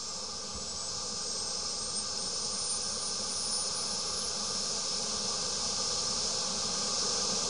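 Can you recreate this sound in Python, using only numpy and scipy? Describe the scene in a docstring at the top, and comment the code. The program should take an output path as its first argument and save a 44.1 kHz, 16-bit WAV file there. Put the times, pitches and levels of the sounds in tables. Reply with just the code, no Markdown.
"""A helicopter starts up on an open apron, its rotor still too slow to chop the air.
From the outset the burner rumbles under the intake hiss and a thin compressor whine.
Half a second in, the first of a few air puffs thumps the mono microphone. The whine climbs
with the shaft, swelling, fading and rasping, and is out of hearing after about five seconds.
The hiss and the hollow exhaust roar keep growing to the end."""
import sys
import numpy as np
from scipy import signal
from scipy.fft import rfft, irfft, next_fast_len
from scipy.io import wavfile
from scipy.ndimage import uniform_filter1d, map_coordinates

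SR = 44100
rng = np.random.default_rng(int(sys.argv[2]) if len(sys.argv) > 2 else 0)


def master_out(mix):
    """Clip the mix to full scale and print it as 16-bit PCM to the path in sys.argv[1]."""
    frames = np.transpose(np.atleast_2d(mix))
    ceiling = np.clip(frames, -1, 1)
    pcm = np.round(ceiling * 32767).astype(np.int16)
    wavfile.write(sys.argv[1], SR, pcm)


N = 330309
TIME = np.arange(N) / SR

# air puffs on the microphone: (peak_s, level_db, half_width_s)
PUFFS = [(.557, -42.5, .015), (.6, -48, .035), (2.27, -51, .035), (5.18, -51, .022)]
# soft, bassy tone of a puff: (frequency_hz, gain_db)
PUFF_EQ = [(10, -13), (45, -3), (110, -4.5), (220, -5), (350, -23), (1500, -82)]
# low rumble of the burner: (frequency_hz, gain_db)
RUMBLE_EQ = [(10, -24), (30, -6), (50, -6), (68, 3.5), (88, -2), (120, -2), (170, -10), (300, -12),
             (600, -47), (2000, -90)]
# faint hum of the combustion chamber: (centre_hz, width_hz, gain_db)
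CHAMBER_MODES = [(69, 18, 0)]
# drone of the burner can: (centre_hz, width_hz, gain_db)
CAN_MODES = [(417, 55, -5), (500.7, 128, -0.5)]
# low boom of the exhaust pipe: (centre_hz, width_hz, gain_db)
PIPE_MODES = [(181, 95, -3), (210, 48, 2)]
# hollow roar of the exhaust duct: (centre_hz, width_hz, gain_db)
DUCT_MODES = [(679, 110, -7), (827.7, 54, -1), (900, 110, -7), (1026, 62, -7), (1160, 143, -2),
              (1205, 40, 0.6), (1352, 78, -8.5), (1480, 50, -10), (1560, 138, -9.5), (1690, 150, -25),
              (1843, 91, -24.5), (2097, 81, -16), (2298, 190, -17), (2610, 200, -17)]
# slow swells of the flame: (time_s, drone_and_boom_db, rumble_and_hum_db)
FLAME_SWELLS = [(0, 0, -1), (1.1, 0.5, 1), (1.75, 0.5, 0), (2.65, -0.1, -0.5), (3.25, -.7, -0.5),
                (4.05, 0, -0.5), (5.25, 0.1, -0.5), (5.85, 0, 3.5), (6.45, -0.1, -0.5), (7.25, 2.5, .5),
                (7.5, 2, 0)]
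# rush of the exhaust jet: (frequency_hz, gain_db)
JET_EQ = [(1000, -26), (1950, -22), (2120, -22), (2600, -8.5), (2900, -11), (3500, -4), (3950, -1),
          (4200, 1.5), (4700, 2), (6000, -17), (10000, -15)]
# narrow ringing of the nozzle: (centre_hz, width_hz, gain_db)
NOZZLE_MODES = [(2522, 39, -7.5), (2725, 54, -8.5), (3038, 50, -5.5), (3174, 45, -6), (3374, 59, -5),
                (3560, 48, -6.5), (4073, 55, -1.5), (4200, 49, 3), (4315, 62, 0)]
# fader moves for the air drawn into the engine: (time_s, hiss_gain_db, ring_gain_db)
INTAKE_FADERS = [(0, -44, -44.5), (.55, -44, -48.5), (1.25, -40, -44), (1.9, -41, -41.5),
                 (2.7, -39.5, -41.8), (3.35, -39.5, -42.7), (3.6, -39.3, -40), (3.8, -40, -42),
                 (4.1, -40.3, -41.3), (4.7, -38.5, -41), (5, -39, -43), (6.25, -37, -39.8),
                 (6.47, -38.5, -44.5), (7.05, -36, -38), (7.5, -36, -47)]
# broad hiss of the intake: (frequency_hz, gain_db)
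HISS_EQ = [(2000, -45.5), (3000, -27), (4000, -15), (4800, -1.5), (5600, 0.5), (6430, 0.5), (6550, -1.5),
           (7000, -2), (7060, -8.5), (7560, -7), (7640, -11.5), (8700, -12.5), (10300, -22)]
# ringing of the inlet: (centre_hz, width_hz, gain_db)
INLET_MODES = [(5070, 100, -2.5), (5245, 380, 0), (5285, 50, -1.5)]
# fader moves for the blade-tip sizzle: (time_s, level_db)
SIZZLE_FADER = [(0, -58.5), (1.5, -65), (3, -53.5), (4.8, -47.5), (7.5, -51)]
# bright tone of that sizzle: (frequency_hz, gain_db)
SIZZLE_EQ = [(7000, -30.5), (8500, -12), (9050, 2), (9550, 4.5), (10300, -8.5)]
# faint pips above the whine: (peak_s, pitch_hz, level_db)
PIPS = [(1.09, 8880, -54), (1.23, 8300, -54), (1.27, 8600, -57), (1.645, 9005, -55), (1.875, 9005, -56)]
# shaft speed, heard as the compressor's blade-passing tone: (time_s, pitch_hz)
BLADE_PITCH = [(0, 7545), (1.75, 8478), (3.25, 9306), (4, 9770), (7.5, 11800)]
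# how strongly that tone carries: (time_s, level_db)
WHINE_FADER = [(0, -52), (.18, -50), (.28, -66), (.48, -66), (.54, -54), (.85, -46.5), (.94, -59),
               (1.05, -56), (1.49, -45), (1.58, -60), (1.76, -46.5), (2.0, -40.5), (2.12, -60), (2.22, -44),
               (2.5, -46), (2.71, -36.5), (2.9, -47.5), (3.08, -42), (3.16, -57), (3.28, -45), (3.62, -36),
               (3.69, -47), (3.81, -41.5), (4.03, -53), (4.22, -41), (4.33, -49), (4.78, -43), (5.1, -62)]
# short rasps in the whine: (peak_s, level_db, half_width_s)
RASPS = [(1.59, -55, .05), (2.905, -45, .028), (3.15, -50, .025), (3.23, -49, .02)]
# treble roll-off of the microphone: (frequency_hz, gain_db)
MICROPHONE_EQ = [(9600, 0), (9900, -3.5), (10150, -13), (10400, -39.5)]


def amp(db):
    """Decibels to gain."""
    return 10 ** (np.asarray(db) / 20)


def unit(x):
    """Scale to rms 1."""
    return x / np.sqrt(np.mean(x ** 2) + 1e-20)


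def curves(rows):
    """One automation curve for each column after the time."""
    times, *columns = np.transpose(rows)
    return [np.interp(TIME, times, column) for column in columns]


def swells(rows):
    """Bell-shaped envelopes, one a row, summed."""
    return sum(amp(db) * np.exp(-((TIME - peak_s) / half_width_s) ** 2)
               for peak_s, db, half_width_s in rows)


def wobble(rate_hz):
    """A smooth random curve, rate_hz knots a second."""
    return map_coordinates(rng.standard_normal(int(N * rate_hz / SR) + 4), [TIME * rate_hz])


def with_speed(start_db, db_per_octave):
    """A gain that rises by db_per_octave for each doubling of shaft speed."""
    pitch, = curves(BLADE_PITCH)
    return amp(start_db + db_per_octave * np.log2(pitch / pitch[0]))


def eq(points):
    """An EQ curve through the points, on a log frequency axis."""
    points_hz, db = np.transpose(points)
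    return lambda hz: amp(np.interp(np.log(hz + 1), np.log(np.sort(points_hz) + 1), db))


def resonances(modes):
    """An EQ curve of steep-sided peaks whose powers add."""
    return lambda hz: np.sqrt(sum((amp(db) / (1 + (2 * (hz - centre) / width) ** 2)) ** 2
                                  for centre, width, db in modes))


def filtered(x, colour):
    """Pass x through the EQ curve colour."""
    size = next_fast_len(N + SR // 2)
    return irfft(rfft(x, size) * colour(np.fft.rfftfreq(size, 1 / SR)), size)[:N]


def turbulence(colour, patchy_db):
    """Coloured noise of rms 1 in which eddies make brief louder patches."""
    spectrogram = signal.stft(rng.standard_normal(N), nperseg=512)[2]
    patches = uniform_filter1d(rng.standard_normal(spectrogram.shape), size=6, axis=0)  # across pitch
    patches = uniform_filter1d(patches, size=14, axis=1)  # across time
    eddies = signal.istft(spectrogram * amp(patchy_db * unit(patches)))[1][:N]
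    return unit(filtered(eddies, colour))


def breeze():
    """Puffs of air thump softly on the microphone."""
    return swells(PUFFS) * unit(filtered(rng.standard_normal(N), eq(PUFF_EQ)))


def burner():
    """The flame rumbles unevenly and roars through its can and the exhaust, growing with shaft speed."""
    flame_db, rumble_db = curves(FLAME_SWELLS)
    roar = with_speed(-50.5, db_per_octave=11) * turbulence(resonances(DUCT_MODES), patchy_db=0.87)
    drone = with_speed(-52.5, db_per_octave=11.5) * turbulence(resonances(CAN_MODES), patchy_db=0.6)
    boom = with_speed(-55.3, db_per_octave=10.5) * turbulence(resonances(PIPE_MODES), patchy_db=0.9)
    rumble = with_speed(-57, db_per_octave=2) * turbulence(eq(RUMBLE_EQ), patchy_db=-0.5)
    hum = with_speed(-69.5, db_per_octave=12.5) * turbulence(resonances(CHAMBER_MODES), patchy_db=-1.5)
    return roar + amp(flame_db) * (drone + boom) + amp(rumble_db) * (rumble + hum)


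def exhaust(jet_trim_db, nozzle_trim_db):
    """Hot gas leaves as a rushing jet that rings the nozzle, louder as the shaft speeds up."""
    jet = amp(jet_trim_db) * turbulence(eq(JET_EQ), patchy_db=0.55)
    nozzle = amp(nozzle_trim_db) * turbulence(resonances(NOZZLE_MODES), patchy_db=1.9)
    return with_speed(-52, db_per_octave=14) * (jet + nozzle)


def intake(hiss_trim_db, ring_trim_db):
    """Air drawn into the engine hisses, and rings the inlet in surges."""
    flow_db, surge_db = curves(INTAKE_FADERS)
    hiss = amp(flow_db + hiss_trim_db) * turbulence(eq(HISS_EQ), patchy_db=0.5)
    ring = amp(surge_db + ring_trim_db) * turbulence(resonances(INLET_MODES), patchy_db=1.5)
    return hiss + ring


def blade_tips():
    """The racing blade tips lay a fine, smooth sizzle on top of the hiss."""
    level_db, = curves(SIZZLE_FADER)
    return amp(level_db) * unit(filtered(rng.standard_normal(N), eq(SIZZLE_EQ)))


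def pips(half_width_s):
    """Brief thin whistles, each a steady sine that fades in and out."""
    return sum(swells([(peak_s, db, half_width_s)]) * np.sqrt(2) * np.sin(2 * np.pi * hz * TIME)
               for peak_s, hz, db in PIPS)


def compressor(scatter, flutter_hz, drift_hz, rasp_width_hz, rasp_floor_db):
    """The blade tone rises with the shaft and flutters against its own scattered sound."""
    pitch, = curves(BLADE_PITCH)
    level_db, = curves(WHINE_FADER)
    phase = 2 * np.pi * np.cumsum(pitch + drift_hz * wobble(25)) / SR
    scattered = wobble(flutter_hz) * np.sin(phase) + wobble(flutter_hz) * np.cos(phase)
    tone = amp(level_db) * unit(np.sin(phase) + scatter * scattered)
    # disturbed inflow smears the tone into a noise band centred just above it
    eddies = filtered(rng.standard_normal(N), lambda hz: np.exp(-(hz / rasp_width_hz) ** 2))
    rasp = unit(eddies * np.sin(phase + np.pi * rasp_width_hz * TIME))
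    return tone + rasp * (swells(RASPS) + amp(rasp_floor_db))


def scene():
    """The whole engine in open air, alike in both channels."""
    whine = compressor(scatter=0.42, flutter_hz=40, drift_hz=4, rasp_width_hz=357, rasp_floor_db=-67.5)
    whine += pips(half_width_s=0.025)
    hiss = intake(hiss_trim_db=2.5, ring_trim_db=1) + blade_tips()
    rush = exhaust(jet_trim_db=2.5, nozzle_trim_db=-5.5)
    bed = burner() + breeze()
    return np.tile(bed + rush + hiss + whine, (2, 1))


def record(dry):
    """The microphone's top end rolls off into a hard cut; the converter sits slightly off zero."""
    cutoff_hz, dc_offset = 10400, 0.0027
    roll_off = eq(MICROPHONE_EQ)
    channels = [filtered(side, lambda hz: roll_off(hz) * (hz < cutoff_hz)) for side in dry]
    return np.array(channels) + dc_offset


dry = scene()
out = record(dry)
master_out(out)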